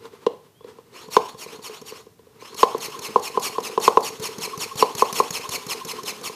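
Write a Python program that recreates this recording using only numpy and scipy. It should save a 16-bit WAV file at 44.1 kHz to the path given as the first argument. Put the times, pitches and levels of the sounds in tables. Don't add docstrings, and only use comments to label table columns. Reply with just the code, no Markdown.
import sys
import numpy as np
from scipy import signal
from scipy.fft import rfft, irfft, next_fast_len
from scipy.io import wavfile
from scipy.ndimage import map_coordinates

SR = 44100
rng = np.random.default_rng(int(sys.argv[2]) if len(sys.argv) > 2 else 0)


def wrap_up_sound(samples):
    columns = np.atleast_2d(samples).T
    tamed = np.clip(columns, -1, 1)
    steps = np.round(tamed * 32767).astype(np.int16)
    wavfile.write(sys.argv[1], SR, steps)


N = 280198

# top_s (piston leaves the top), bottom_s, effort_db (relative hiss), snap_db (relative seal snap)
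STROKE_ROWS = [(1.08, 1.187, -29, -42.5), (1.341, 1.461, -34, -48.5), (1.587, 1.695, -33.5, -46.5),
               (1.814, 1.921, -36, -33.5), (2.544, 2.652, -26.5, -29), (2.779, 2.88, -27, -28.5),
               (2.99, 3.085, -28.5, -24.5), (3.195, 3.298, -28, -31), (3.396, 3.495, -23.5, -25.5),
               (3.602, 3.696, -28, -28.5), (3.799, 3.892, -21.5, -26), (4.005, 4.101, -25.5, -26.5),
               (4.197, 4.287, -26, -26.5), (4.382, 4.474, -25.5, -24.5), (4.575, 4.658, -24.5, -24),
               (4.755, 4.84, -22.5, -25), (4.95, 5.036, -24, -21), (5.126, 5.217, -23, -16),
               (5.305, 5.394, -25, -17), (5.49, 5.576, -23.5, -18.5), (5.665, 5.747, -24.5, -24),
               (5.848, 5.933, -27.5, -23), (6.032, 6.122, -25.5, -25.5), (6.212, 6.296, -26.5, -32.5)]
# freq_hz, density_db (relative)
OUTLET_SPECTRUM = [(100, -10), (250, 0.5), (450, 4), (700, -1), (1080, 11.5), (1500, -4), (2400, 0.5),
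                   (3500, -5), (5500, -5.5), (8000, -6), (11000, -5.5), (14500, -10.5)]
USUAL_DB = -26


def amp(db):
    return 10 ** (np.asarray(db) / 20)


def unit(x):
    return x / np.sqrt(np.mean(x ** 2) + 1e-20)


def along(points, hz):
    point_hz, values = np.transpose(points)
    return np.interp(np.log(hz + 1), np.log(point_hz + 1), values)


def clock(seconds):
    return np.arange(max(int(seconds * SR), 2)) / SR


def add(track, start_s, sound):
    i = max(round(start_s * SR), 0)
    part = track[i:i + len(sound)]
    part += sound[:len(part)]


def wobble(rate_hz, size):
    knots = rng.standard_normal(int(size * rate_hz / SR) + 4)
    return map_coordinates(knots, [np.arange(size) * rate_hz / SR])


def filtered(x, response):
    m = next_fast_len(len(x) + 8192)
    gain = response(np.fft.rfftfreq(m, 1 / SR))
    return irfft(rfft(x, m) * gain, m)[:len(x)]


def noise(spectrum, size):
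    return unit(filtered(rng.standard_normal(size), lambda hz: amp(along(spectrum, hz))))


def narrow(hz, width_hz):
    phase = 2 * np.pi * np.cumsum(hz) / SR
    in_phase = wobble(width_hz, len(hz)) * np.cos(phase)
    quadrature = wobble(width_hz, len(hz)) * np.sin(phase)
    return unit(in_phase + quadrature)


def column_whistle(pitches_hz, seconds, width_hz):
    n = len(clock(seconds))
    hz = np.interp(np.linspace(0, 1, n), np.linspace(0, 1, len(pitches_hz)), pitches_hz)
    return np.sqrt(np.hanning(n)) * narrow(hz, width_hz)


def swing(modes, t, detune):
    total = 0
    for hz, db, rise_s, steepness in modes:
        u = t / rise_s
        swell = (u * np.exp(1 - u)) ** steepness
        total = total + amp(db) * swell * np.sin(2 * np.pi * hz * (1 + detune) * t)
    return total


def airflow(spectrum, size, column_from_hz, column_to_hz, bend):
    # centre_hz, width_hz, peak_db
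    passage_modes = [(2650, 1800, 0.5), (4277, 460, 10.5), (5383, 220, 12.5), (6510, 610, 8)]
    hz, t, z = signal.stft(rng.standard_normal(size + 384), SR, nperseg=384, noverlap=288)
    hz, travel = hz[:, None], np.linspace(0, 1, len(t))
    reach = 1 + 0.027 * rng.standard_normal()
    column_hz = reach * column_from_hz * (column_to_hz / column_from_hz) ** (travel ** 0.72)
    round_trip = np.maximum(hz / column_hz, .5) ** 1.13
    reflection = .7 * np.exp(-hz / 17000)
    column = 1 / np.abs(1 - reflection * np.exp(2j * np.pi * round_trip))
    shift = reach * (1 + bend * (travel - .5))
    passage_db = 0
    for centre_hz, width_hz, peak_db in passage_modes:
        passage_db = passage_db + peak_db / (1 + (2 * (hz - centre_hz * shift) / width_hz) ** 2)
    shaped = z * column * amp(along(spectrum, hz) + passage_db)
    return unit(signal.istft(shaped, SR, nperseg=384, noverlap=288)[1][:size])


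def pull_spans():
    rest_s, first_pull_s, last_pull_s = .3, .155, .11
    base_db, follows_snap, leisure_db = -43, 0.71, -2.5
    spans, last_bottom_s = [], -np.inf
    for top_s, bottom_s, _, snap_db in STROKE_ROWS:
        db = base_db + follows_snap * max(snap_db - USUAL_DB, 0)
        if top_s - last_bottom_s > rest_s:
            spans.append((top_s - first_pull_s, top_s, db + leisure_db))
        else:
            spans.append((last_bottom_s, top_s, db))
        if not any(bottom_s < row[0] < bottom_s + rest_s for row in STROKE_ROWS):
            spans.append((bottom_s, bottom_s + last_pull_s, db + leisure_db))
        last_bottom_s = bottom_s
    return spans


def room_tone():
    # freq_hz, density_db (relative)
    quiet_spectrum = [(15, -46), (25, -18.5), (111, -7.5), (189, -12.5), (1250, -30), (9470, -36.5),
                      (10500, -35.5), (14500, -36)]
    return amp(-57) * noise(quiet_spectrum, N)


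def room(x):
    # freq_hz, t60_s
    t60_points = [(150, 0.46), (450, 0.23), (1000, 0.39), (4000, 0.47), (12000, 0.67)]
    # freq_hz, level_db (relative)
    colour_points = [(150, 3), (450, -1), (700, 11), (1050, -2.5), (4000, -2), (12000, -3.5)]
    out, hop = np.zeros(N), SR // 4
    for i in range(0, N, hop):
        hz, t, z = signal.stft(rng.standard_normal(SR // 2), SR, nperseg=256)
        decay_db = along(colour_points, hz)[:, None] - 60 * t / along(t60_points, hz)[:, None]
        tail = signal.istft(z * amp(decay_db), SR, nperseg=256)[1]
        tail = tail / np.linalg.norm(tail)
        add(out, i / SR + 0.0087, signal.fftconvolve(x[i:i + hop], tail))
    return out


def handling():
    # time_s, level_db (relative)
    rub_levels = [(0, -51.5), (.24, -49.5), (.45, -61.5), (.58, -70), (.68, -50), (.85, -62), (1.0, -51),
                  (1.95, -52.5), (2.15, -71.5), (2.4, -52.5), (2.8, -45.5)]
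    # freq_hz, density_db (relative)
    rub_spectrum = [(40, -48), (120, -21), (230, -8), (320, -11.5), (440, 3.5), (620, -26), (1000, -11),
                    (1500, -20.5), (4500, -25.5), (14000, -40)]
    level_db = np.interp(np.arange(N) / SR, *np.transpose(rub_levels))
    return amp(level_db + 1.5 + 3.8 * wobble(30, N)) * noise(rub_spectrum, N)


def whistles():
    # centre_s, level_db
    hoot_rows = [(2.95, -30), (3.352, -28), (3.56, -27.5), (4.54, -25.5), (4.72, -28), (5.103, -26),
                 (5.456, -29.5), (5.819, -29.5), (5.992, -28)]
    # time_s (only first and last used), pitch_hz
    creep_points = [(.49, 2730), (.61, 3420), (.74, 3250)]
    hoot_s, hoot_hz, slow_pull_s = .028, 1047, .115
    out, t = np.zeros(N), clock(hoot_s)
    for (centre_s, db), detune in zip(hoot_rows, rng.normal(0, 0.011, len(hoot_rows))):
        hz = hoot_hz * (1 + detune + 0.031 * wobble(223, len(t)))
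        tone = np.sin(2 * np.pi * np.cumsum(hz) / SR)
        add(out, centre_s - hoot_s / 2, amp(db) * np.hanning(len(t)) * tone)
    for start_s, end_s, _ in pull_spans():
        half_s = (end_s - start_s) / 2
        if end_s - start_s > slow_pull_s:
            add(out, start_s + half_s, amp(-52) * column_whistle([3850, 4500], half_s, width_hz=330))
    times_s, pitches_hz = np.transpose(creep_points)
    creep = column_whistle(pitches_hz, times_s[-1] - times_s[0], width_hz=127)
    add(out, times_s[0], amp(-66) * creep)
    return out


def flips():
    # time_s, thump_db
    jolt_points = [(1.8, -37), (3.2, -38), (4.0, -38), (4.2, -27), (5.65, -29.5), (6.2, -38)]
    thump_modes = [(174, 0, 0.0027, 1.35)]  # pitch_hz, level_db, rise_s, steepness
    out, t = np.zeros(N), clock(0.054)
    u = t / 0.0025
    puff = u * np.exp(1 - u)
    detunes = rng.normal(0, 0.17, (len(STROKE_ROWS), 2))
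    for (top_s, bottom_s, _, snap_db), (top_detune, bottom_detune) in zip(STROKE_ROWS, detunes):
        air = airflow(OUTLET_SPECTRUM, len(t), column_from_hz=6640, column_to_hz=4510, bend=0)
        add(out, top_s, amp(snap_db - 8.0) * puff * air)
        jolt_db = np.interp(top_s, *np.transpose(jolt_points))
        add(out, top_s, amp(jolt_db) * swing(thump_modes, t, top_detune))
        add(out, bottom_s, amp(-40.5) * swing(thump_modes, t, bottom_detune))
    return out


def pulls():
    # freq_hz, density_db (relative)
    inlet_spectrum = [(100, -10), (250, -1), (450, 10.5), (700, -1), (1060, 16), (1500, 2), (2600, 0),
                      (4300, -7), (6500, -9.5), (8000, -9), (14500, -14.5)]
    rise_share, fall_share = 0.23, 0.37
    out = np.zeros(N)
    for start_s, end_s, db in pull_spans():
        n = len(clock(end_s - start_s))
        flow = np.interp(np.linspace(0, 1, n), [0, rise_share, 1 - fall_share, 1], [0, 1, 1, 0.12])
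        air = airflow(inlet_spectrum, n, column_from_hz=1970, column_to_hz=4270, bend=0.1)
        add(out, start_s, amp(db + 2.3 * wobble(88.0, n)) * flow * air)
    return out


def pushes():
    dwell_s, dwell_s_per_db = .012, .002
    skew, sharpness, gain_db = 1.3, 1, -2
    out = np.zeros(N)
    for top_s, bottom_s, effort_db, _ in STROKE_ROWS:
        start_s = top_s + max(dwell_s + dwell_s_per_db * (USUAL_DB - effort_db), 0)
        n = len(clock(bottom_s - start_s))
        flow = np.abs(np.sin(np.pi * np.linspace(0, 1, n) ** skew)) ** sharpness
        unsteady = amp(1.1 * wobble(150, n))
        air = airflow(OUTLET_SPECTRUM, n, column_from_hz=5270, column_to_hz=1933, bend=-0.059)
        add(out, start_s, amp(effort_db + gain_db) * unsteady * flow * air)
    return out


def blow(lid_db, crack_db):
    # pitch_hz, level_db, rise_s, steepness
    box_modes = [(240, -17, 0.0029, 1.1), (447.8, -1, 0.0042, 1.94)]
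    # pitch_hz, level_db (before lid_db), rise_s, steepness
    lid_modes = [(912, -5.5, 0.0009, 0.44), (1032, -0.5, 0.0022, 1)]
    # freq_hz, density_db (relative)
    crack_spectrum = [(200, -19.5), (1200, 0.5), (2200, -7), (2900, 0), (3700, -2.5), (5500, -10),
                      (8000, -19.5), (14000, -46.5)]
    t = clock(0.0383)
    box_detune, lid_detune = rng.normal(0, 0.014, 2)
    ring = swing(box_modes, t, box_detune) + amp(lid_db) * swing(lid_modes, t, lid_detune)
    cushion = signal.butter(6, 1340, fs=SR, output="sos")
    crack = amp(crack_db - 60 * t / 0.031) * noise(crack_spectrum, len(t))
    return crack - signal.sosfilt(cushion, ring)


def contacts():
    # start_s, level_db, lid_db, crack_db (both relative to the blow)
    knock_rows = [(0.265, -5.5, -9, -19.5), (1.1662, -4, 3.5, -12), (2.6305, -4.5, 5.5, -12.5),
                  (2.7463, -13.5, -4.5, -25), (3.159, -7.5, 5, -22.5), (3.3736, -12, 3, -23),
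                  (3.582, -15, 1, -17.5), (3.7763, -10, 1, -20), (3.878, -6, 5.5, -10.5),
                  (3.9716, -5.5, 5, -18.5), (4.8245, -6, 4, -12.5), (5.0218, -8.5, 6, -24),
                  (5.2005, -10, 6, -24)]
    # start_s, level_db, lid_db, crack_db (all before the trims below)
    bump_rows = [(0.053, -33, -11, -10.5), (0.134, -37, -19, -22), (0.607, -41, -7, -19),
                 (0.644, -28.5, -20, -23.5), (0.785, -35, -8, -24), (2.066, -36, -17, -28),
                 (2.192, -41.5, -15, -20), (2.268, -41.5, -17, -21), (2.422, -32.5, -7, -16)]
    out = np.zeros(N)
    for start_s, db, lid_db, crack_db in knock_rows:
        add(out, start_s, amp(db) * blow(lid_db, crack_db))
    for start_s, db, lid_db, crack_db in bump_rows:
        add(out, start_s, amp(db + .5) * blow(lid_db + 3.0, crack_db + 2.5))
    turn_lid_db = rng.normal(-7, 3.6, (len(STROKE_ROWS), 2))
    for (top_s, bottom_s, _, _), (top_lid_db, bottom_lid_db) in zip(STROKE_ROWS, turn_lid_db):
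        add(out, top_s + .005, amp(-34) * blow(top_lid_db, crack_db=-17.5))
        add(out, bottom_s, amp(-29.5) * blow(bottom_lid_db, crack_db=-13))
    return out


def scene():
    air = pushes() + pulls() + whistles() + flips() + handling()
    hits = contacts()
    wet = room(amp(-11) * air + amp(-14.5) * hits)
    return (air + hits + wet + room_tone())[None]


def record(dry):
    bass_cut_hz, top_hz = 99, 14830
    high_pass = signal.butter(2, bass_cut_hz, "highpass", fs=SR, output="sos")
    thinned = signal.sosfilt(high_pass, dry[0])
    return filtered(np.clip(thinned, -1, 1), lambda hz: hz < top_hz)[None]


dry = scene()
out = record(dry)
wrap_up_sound(out)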